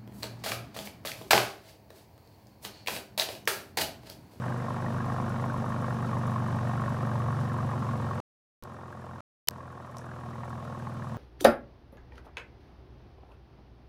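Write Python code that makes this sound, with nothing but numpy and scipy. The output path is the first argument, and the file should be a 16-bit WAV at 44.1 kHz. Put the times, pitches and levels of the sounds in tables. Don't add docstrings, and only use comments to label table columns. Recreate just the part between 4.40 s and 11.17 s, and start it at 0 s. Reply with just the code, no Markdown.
import sys
import numpy as np
from scipy import signal
from scipy.fft import rfft, irfft, next_fast_len
from scipy.io import wavfile
from scipy.ndimage import uniform_filter1d, map_coordinates

SR = 44100
rng = np.random.default_rng(int(sys.argv[2]) if len(sys.argv) > 2 else 0)


def level_to_linear(level):
    exponent = np.asarray(level, float) / 20
    return 10 ** exponent


def unload_wav(signal):
    wavfile.write(
        sys.argv[1],
        SR,
        np.round(np.clip(np.atleast_2d(signal).T, -1, 1) * 32767).astype(np.int16),
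    )


N = 298557

# time in seconds, speed in rpm.
SPEED_RPM = [(0, 993.4), (.95, 1006.2), (1.8, 966.8), (2.85, 941.5), (3.75, 894.3), (4.6, 866.3),
             (5.3, 831), (6.77, 805.6)]
# time in seconds, level in dB about its mean.
LOAD_DB = [(0, -1), (.31, -1), (.75, 1), (1.24, 0), (1.6, 0.5), (2.5, 1), (3.3, -.5), (3.8, -0.5),
           (4.5, -1.5), (4.8, 1), (5.08, 0), (5.2, -2), (5.5, -2.5), (6, 1.5), (6.77, 3)]
# time in seconds, gain in dB.
SURGES = [
    (.555, 3.5),
    (1.205, 3),
    (3.25, 2),
]
# frequency in Hz, width in Hz, level in dB.
PIPE = [(48.1, 19, -26), (84.7, 5.2, -4.5), (93, 16, -13), (118.4, 23, 2), (138.2, 7.5, -3),
        (170.3, 11.8, -8.5), (218.8, 26.6, -7), (251.4, 24, -18.5), (336, 17, -25.5)]
UNEVEN = {3: (.15, .12), 6: (.28, .04), 7: (.06, .18), 8: (.22, .22), 9: (.1, .65), 10: (.4, .65),
          11: (.25, .35), 12: (.2, .2)}
# frequency in Hz, density in dB per Hz.
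FLOW = [(15, -41), (30, -25), (50, -9), (80, -9.5), (119, -1.5), (177, -5.5), (224, 1), (262, -7.5),
        (296, -28.5), (400, -18), (520, -56)]
# frequency in Hz, density in dB per Hz.
PUFF = [(160, -30.5), (280, -0.5), (302, -6.5), (366, -0.5), (411, -9), (493, -1.5), (598, -5.5), (748, -6),
        (1090, -2.5), (1290, -11), (1880, -16.5), (2070, -26), (2700, -32.5), (3600, -52.5), (4680, -57),
        (7920, -120)]
# from in Hz, to in Hz, pulsed share.
PUFF_BANDS = [(214, 600, 0.1), (600, 1290, 0.42), (1290, 1980, 0.7), (1980, 9000, 0.8)]
# frequency in Hz, width in Hz, gain in dB.
TIP_RINGS = [(600, 50, -4), (720, 50, -4), (1095, 45, -1), (1215, 50, -3), (1345, 40, -2), (1410, 60, -5),
             (1630, 90, -3), (1836, 26, 4), (2055, 50, -1), (2230, 60, -2)]
# time in seconds, peak in dB, whistle in Hz.
HARD_PUFFS = [(0.039, -25, 1110), (0.062, -33, 1090), (0.264, -31, 1080), (0.283, -29, 1050),
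              (0.344, -30, 1200), (0.364, -28, 920), (0.503, -27, 1100), (0.542, -31, 1195),
              (0.663, -26.5, 1070), (0.7, -30, 1185), (0.782, -24, 675), (0.8, -16, 1060), (0.88, -30, 895),
              (0.997, -27, 1110), (1.023, -33.5, 818), (1.04, -21, 1097), (1.099, -29.5, 1440),
              (1.142, -23, 1095), (1.241, -24, 940), (1.423, -25.5, 676), (1.443, -20, 1110),
              (1.481, -26, 1070), (1.506, -19.5, 1065), (1.691, -27, 925), (1.713, -27, 850),
              (1.73, -21, 1110), (1.769, -26.5, 1020), (1.877, -20.5, 1105), (1.919, -23.5, 1080),
              (1.96, -26, 1110), (2.084, -20, 1067), (2.105, -29, 1090), (2.187, -26, 1030),
              (2.294, -31.5, 686), (2.311, -29, 1030), (2.334, -26, 730), (2.418, -25, 1087),
              (2.46, -26.5, 680), (2.479, -25, 1085), (2.503, -36, 1110), (2.521, -20.5, 911),
              (2.607, -30, 1100), (2.629, -26.5, 1186), (2.802, -15.5, 1080), (2.883, -21, 1210),
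              (2.926, -24, 1098), (3.141, -26, 1080), (3.186, -20.5, 1090), (3.228, -21, 702),
              (3.291, -17, 1060), (3.332, -22, 1016), (3.423, -20.5, 1100), (3.446, -32, 1085),
              (3.467, -27.5, 1070), (3.489, -22.5, 1117), (3.535, -33.5, 1110), (3.71, -25, 1080),
              (5.205, -34, 1090),
    (6.034, -29, 990),
    (6.47, -25.5, 818),
]
# frequency in Hz, density in dB per Hz.
HISS = [(1180, -36.5), (2000, -18), (2200, -6.5), (2910, -9.5), (3140, -11), (5120, -14.5), (9580, -20.5),
        (15100, -31), (16000, -37)]
# frequency in Hz, width in Hz, gain in dB.
SHIELDS = [(3040, 30, -2), (3548, 30, -2), (3838, 25, 1), (5500, 60, -3), (6200, 60, -4)]
# frequency in Hz, width in Hz, level in dB.
VALVE_MODES = [(5700, 1400, -3), (7800, 800, -1), (9360, 800, -1), (10600, 1100, -1), (11800, 1300, -2),
               (13600, 2500, -5)]
# start in seconds, end in seconds.
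DROPOUTS = [
    (3.8022, 4.2252),
    (4.806, 5.0738),
]
# start in seconds, end in seconds, top in Hz, gain in dB.
MUFFLED = [
    (5.0738, 5.0905, 1900, -5),
    (5.0905, 5.0975, 900, -8),
    (5.0975, 5.1088, 1800, -3),
]
# time in seconds, peak in dB, length in ms, treble
# in dB.
CLICKS = [
    (4.2256, -48, .3, 0),
    (4.2375, -37, .25, 0),
    (5.0744, -33, .25, -2),
    (5.0859, -5, .22, -3),
    (5.0977, -46, .25, 0),
    (5.1092, -37, .25, -2),
    (5.5697, -36, .3, -14),
    (5.5842, -43, .35, -8),
]
# frequency in Hz, density in dB per Hz.
CLICK_SPECTRUM = [(1000, -48), (2500, -10), (4000, -0.5), (5400, 2), (7400, -8.5), (8800, -2),
                  (10000, -14.5), (11300, 0.5), (13300, -0.5), (14400, -0.5), (14850, -32), (15400, -2),
                  (16300, -14), (17000, -59.5)]
# frequency in Hz, level in dB, 60 dB decay in seconds.
PINGS = [(4000, -44, .005), (5890, -34, .007), (8870, -40, .006), (11300, -48, .005), (14530, -52, .006)]
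# frequency in Hz, width in Hz, level in dB.
TAIL_MODES = [(5800, 870, 17.0), (9200, 1200, 11.0), (11450, 1800, -3), (14500, 1700, -4.5)]

TOP_HZ = 15800
BOOM_DB, RASP_DB, HISS_DB = -31.5, -37.5, -57
RASP_FOLLOWS, HISS_FOLLOWS = 0.19, 0.53
BANK_PER_TURN, BANK_START = 1.5, -.1023
PIPE_TONES = 13
SLIP_PER_HZ, SLIP_FROM_HZ = .125, 24.6
SURGE_S = 0.02
PUFF_DELAY_S, NEAR_BANK_DB = .002, 9
DUCK_DB, SECOND_DUCK_DB, SETTLES_DB, RECOVER_S = -8.5, -9.5, -5, 0.83
BASS_DUCKS = 1.52
FADE_S, FADE_DB = 0.032, -6
CUT_DB, CUT_S, THUMP_DB, THUMP_S = -29, .0004, -38, .006
SLAM = 3


def unit(x):
    return x / np.sqrt(np.mean(x ** 2) + 1e-20)


def along(points, hz):
    f, v = np.transpose(points)
    return np.interp(np.log(hz + 1), np.log(f + 1), v)


def wobble(rate_hz):
    knots = rng.standard_normal(int(N * rate_hz / SR) + 4)
    return map_coordinates(knots, [np.arange(N) * rate_hz / SR])


def filtered(x, response):
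    m = next_fast_len(N + SR // 2)
    return irfft(rfft(x, m) * response(np.fft.rfftfreq(m, 1 / SR)), m)[:N]


def causal(points):
    size = level_to_linear(along(points, np.fft.rfftfreq(4096, 1 / SR)))
    cepstrum = irfft(np.log(np.maximum(size, 1e-5)))
    cepstrum[1:2048] *= 2
    cepstrum[2049:] = 0
    return irfft(np.exp(rfft(cepstrum)))[:2048]


def modes(table, f):
    return sum((-1) ** k * level_to_linear(db) * 1j * f * width_hz / (hz * hz - f * f + 1j * f * width_hz)
               for k, (hz, width_hz, db) in enumerate(table))


def boom(bank_hz, count):
    grid_hz = np.arange(1, 400)
    pipe = sum(level_to_linear(db) * np.abs(modes([(hz, width_hz, 0)], grid_hz)) ** 2 for hz, width_hz, db in PIPE)
    tones = np.zeros(N)
    stagger = .012 * wobble(3)
    slip = SLIP_PER_HZ * (bank_hz - SLIP_FROM_HZ)
    for k in range(1, PIPE_TONES + 1):
        level = np.interp(k * bank_hz, grid_hz, pipe) * level_to_linear(wobble(7))
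        flip = .5 * (k in (3, 6, 12)) + slip * (k > 6)
        turn = 2 * np.pi * (k * (count + stagger) + flip - .09) + .02 * k * wobble(9)
        below, above = np.outer(UNEVEN.get(k, (.04, .05)), 1 + slip)
        cycle = 2 * np.pi * (count / 3 - slip + .35 * (k != 9))
        sides = above * np.cos(turn + cycle) + below * np.cos(turn - cycle)
        tones += level * (np.cos(turn) + sides)
    flow = unit(filtered(rng.standard_normal(N), lambda f: level_to_linear(along(FLOW, f))))
    return unit(unit(tones) + level_to_linear(-13) * flow)


def puffs(fire, size, rise_s, fall_s):
    start = np.zeros(N)
    start[fire] = size
    t = np.arange(SR // 10) / SR
    return signal.fftconvolve(start, (1 - np.exp(-t / rise_s)) * np.exp(-t / fall_s))[:N]


def turbulence(late, hard_db, luck):
    blast = np.zeros(N)
    for k, (lo_hz, hi_hz, pulsed) in enumerate(PUFF_BANDS):
        bank_db = NEAR_BANK_DB * (lo_hz > 1500) * (np.arange(len(late)) % 2)
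        size = level_to_linear(.5 * hard_db + bank_db + 1.5 * luck[:, k + 8])
        gate = pulsed * unit(puffs(late, size, rise_s=.0014, fall_s=.0045)) + .45
        blast += filtered(unit(gate) * rng.standard_normal(N), lambda f: (f >= lo_hz) & (f < hi_hz))
    blast = signal.fftconvolve(blast, causal(PUFF))[:N]
    return unit(filtered(blast, lambda f: 1 + sum(np.abs(modes([ring], f)) ** 2 / level_to_linear(ring[2])
                                                  for ring in TIP_RINGS)))


def whistle(late, hard_db, pitch_hz, luck):
    t = np.arange(SR // 50) / SR
    glide = 1 + 4 * luck[:, 1:2] * t
    chirp = level_to_linear(hard_db + 1.3 * luck[:, 7])[:, None] * np.sin(2 * np.pi * pitch_hz * t * glide)
    chirp = chirp * (1 - np.exp(-t / .0014)) * np.exp(-t / .0055)
    place = late[:, None] + np.arange(len(t))
    return unit(np.bincount(place.ravel(), chirp.ravel(), N + len(t))[:N])


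def rasp(fire, rasp_db, luck):
    delay_s = PUFF_DELAY_S + 0.0008 * luck[:, 0]
    late = np.clip(fire + np.round(delay_s * SR).astype(int), 0, N - 1)
    hard_db = np.zeros(len(fire))
    pitch_hz = 1080 * np.exp(.27 * np.clip(luck[:, 6:7], -1.9, 1.9))
    for s, db, hz in HARD_PUFFS:
        k = np.argmin(np.abs(fire - (s + .001) * SR))
        hard_db[k] = np.clip(db - rasp_db[fire[k]] - 7, 3, 6.5)
        pitch_hz[k] = hz
        late[k] = round((s - .001) * SR)
    return unit(turbulence(late, hard_db, luck) + level_to_linear(-7.5) * whistle(late, hard_db, pitch_hz, luck))


def valves(fire, luck):
    ticks = np.maximum(fire[::2] - round(0.0073 * SR), 0)
    size_db = 4 * (np.arange(len(ticks)) % 3 > 0) + 2.5 * luck[::2, 5]
    noise = unit(puffs(ticks, level_to_linear(size_db), rise_s=.003, fall_s=.008)) * rng.standard_normal(N)
    return unit(filtered(noise, lambda f: np.abs(modes(VALVE_MODES, f)) ** 2))


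def hiss(fire, luck):
    gate = .9 + .14 * unit(puffs(fire, level_to_linear(2 * luck[:, 4]), rise_s=.002, fall_s=.008))
    air = gate * level_to_linear(0.39 * wobble(16)) * rng.standard_normal(N)
    air = unit(filtered(air, lambda f: level_to_linear(along(HISS, f)) * (1 + np.abs(modes(SHIELDS, f)))))
    return unit(air + level_to_linear(-12.5) * valves(fire, luck))


def gain_db():
    t = np.arange(N) / SR
    first_end, second_end = DROPOUTS[0][1], DROPOUTS[1][1]
    recovery = np.exp(-np.maximum(t - second_end, 0) / RECOVER_S)
    back_db = SETTLES_DB + (SECOND_DUCK_DB - SETTLES_DB) * recovery
    return np.where(t < first_end, 0, np.where(t < second_end, DUCK_DB, back_db))


def dull_return(heard):
    t = np.arange(N) / SR
    for a, b, top_hz, db in MUFFLED:
        share = uniform_filter1d(1. * ((t > a) & (t < b)), size=31)
        dull = filtered(heard, lambda hz: level_to_linear(-16) + 1 / (1 + (hz / top_hz) ** 6))
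        heard = heard + share * (level_to_linear(db) * dull / (1 + level_to_linear(-16)) - heard)
    return heard


def dropouts(heard):
    t = np.arange(N) / SR
    alive = np.ones(N)
    for a, b in DROPOUTS:
        alive[(t > a) & (t < b)] = 0
    a, b = DROPOUTS[0]
    thump = level_to_linear(THUMP_DB) * np.exp(-np.abs(t - b) / THUMP_S)
    jump = (level_to_linear(CUT_DB) + heard[int(a * SR)]) * np.exp(-np.abs(t - a) / CUT_S)
    return (heard + (thump - jump)) * uniform_filter1d(alive, size=3)


def crackles():
    out = np.zeros(N)
    f = np.fft.rfftfreq(1024, 1 / SR)
    for s, db, ms, treble_db in CLICKS:
        smear = np.exp(1j * np.pi * ms / 1000 * f ** 2 / 6000 + .5j * np.sin(f / 700 + 6 * rng.random()))
        size = level_to_linear(along(CLICK_SPECTRUM, f) + treble_db * np.clip(f / 7000 - 1, 0, 1))
        burst = np.fft.fftshift(irfft(size * smear))
        burst = burst * np.exp(-((np.arange(1024) - 512 + ms / 1000 * SR) / 36) ** 2)
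        out[round((s + ms / 1000) * SR) - 512:][:1024] += level_to_linear(db) * burst / np.abs(burst).max()
    return out


def tick_tails():
    t = np.arange(N) / SR
    fade = np.zeros(N)
    for s, *_ in CLICKS[-2:]:
        away = np.abs(t - s)
        fade += (t > s) * (level_to_linear(-62 - 60 * away / .008) + level_to_linear(-70 - 60 * away / .2))
    tail = filtered(fade * rng.standard_normal(N), lambda f: modes(TAIL_MODES, f) * (f < TOP_HZ))
    since = np.clip(t - CLICKS[-1][0] + .0007, 0, 1)
    pings = sum(level_to_linear(db - 60 * since / t60_s) * np.sin(2 * np.pi * hz * since) for hz, db, t60_s in PINGS)
    return tail + pings * (1 - np.exp(-since / .0004))


def slam():
    u = np.arange(N) / SR - CLICKS[SLAM][0]
    before = (u < -.0006) & (u > -.0118)
    lead = np.minimum(u, 0)
    swell = level_to_linear(-19) * np.exp(lead / 0.0016) + level_to_linear(-41) * np.exp(lead / .012)
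    after = np.clip(u + .00035, 0, .02)
    sweep = level_to_linear(-17.5) * np.exp(-after / 0.0013) * np.sin(2 * np.pi * 1.7 * np.log(1 + after / 0.0004))
    return before * swell * np.sin(2 * np.pi * 3040 * u) + sweep


def scene():
    t = np.arange(N) / SR
    load_db, duck_db = np.interp(t, *np.transpose(LOAD_DB)), gain_db()
    boom_db = BOOM_DB + load_db + BASS_DUCKS * duck_db
    boom_db += sum(db * np.exp(-((t - s) / SURGE_S) ** 2) for s, db in SURGES)
    boom_db += sum(FADE_DB * np.clip(1 + (t - a) / FADE_S, 0, 1) * (t < b) for a, b in DROPOUTS)
    rasp_db = RASP_DB + RASP_FOLLOWS * load_db + duck_db
    rasp_db += FADE_DB * np.clip(1 - np.abs(t - DROPOUTS[0][1]) / FADE_S, 0, 1)
    hiss_db = HISS_DB + HISS_FOLLOWS * load_db + duck_db
    bank_hz = np.interp(t, *np.transpose(SPEED_RPM)) / 60 * BANK_PER_TURN
    count = BANK_START + np.cumsum(bank_hz) / SR
    fire = np.flatnonzero(np.diff(np.floor(2 * count + .3)))
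    luck = rng.standard_normal((400, 12))[:len(fire)]
    engine = level_to_linear(boom_db) * boom(bank_hz, count)
    engine += level_to_linear(rasp_db) * rasp(fire, rasp_db, luck)
    engine += level_to_linear(hiss_db) * hiss(fire, luck)
    return engine[None]


def low_pass(x):
    return signal.sosfilt(signal.butter(12, 17110, fs=SR, output="sos"), x)


def record(dry):
    heard = filtered(dry[0], lambda hz: hz < TOP_HZ)
    heard = dropouts(dull_return(heard))
    mix = heard + crackles() + tick_tails() + slam()
    return low_pass(mix[None])


dry = scene()
out = record(dry)
unload_wav(out)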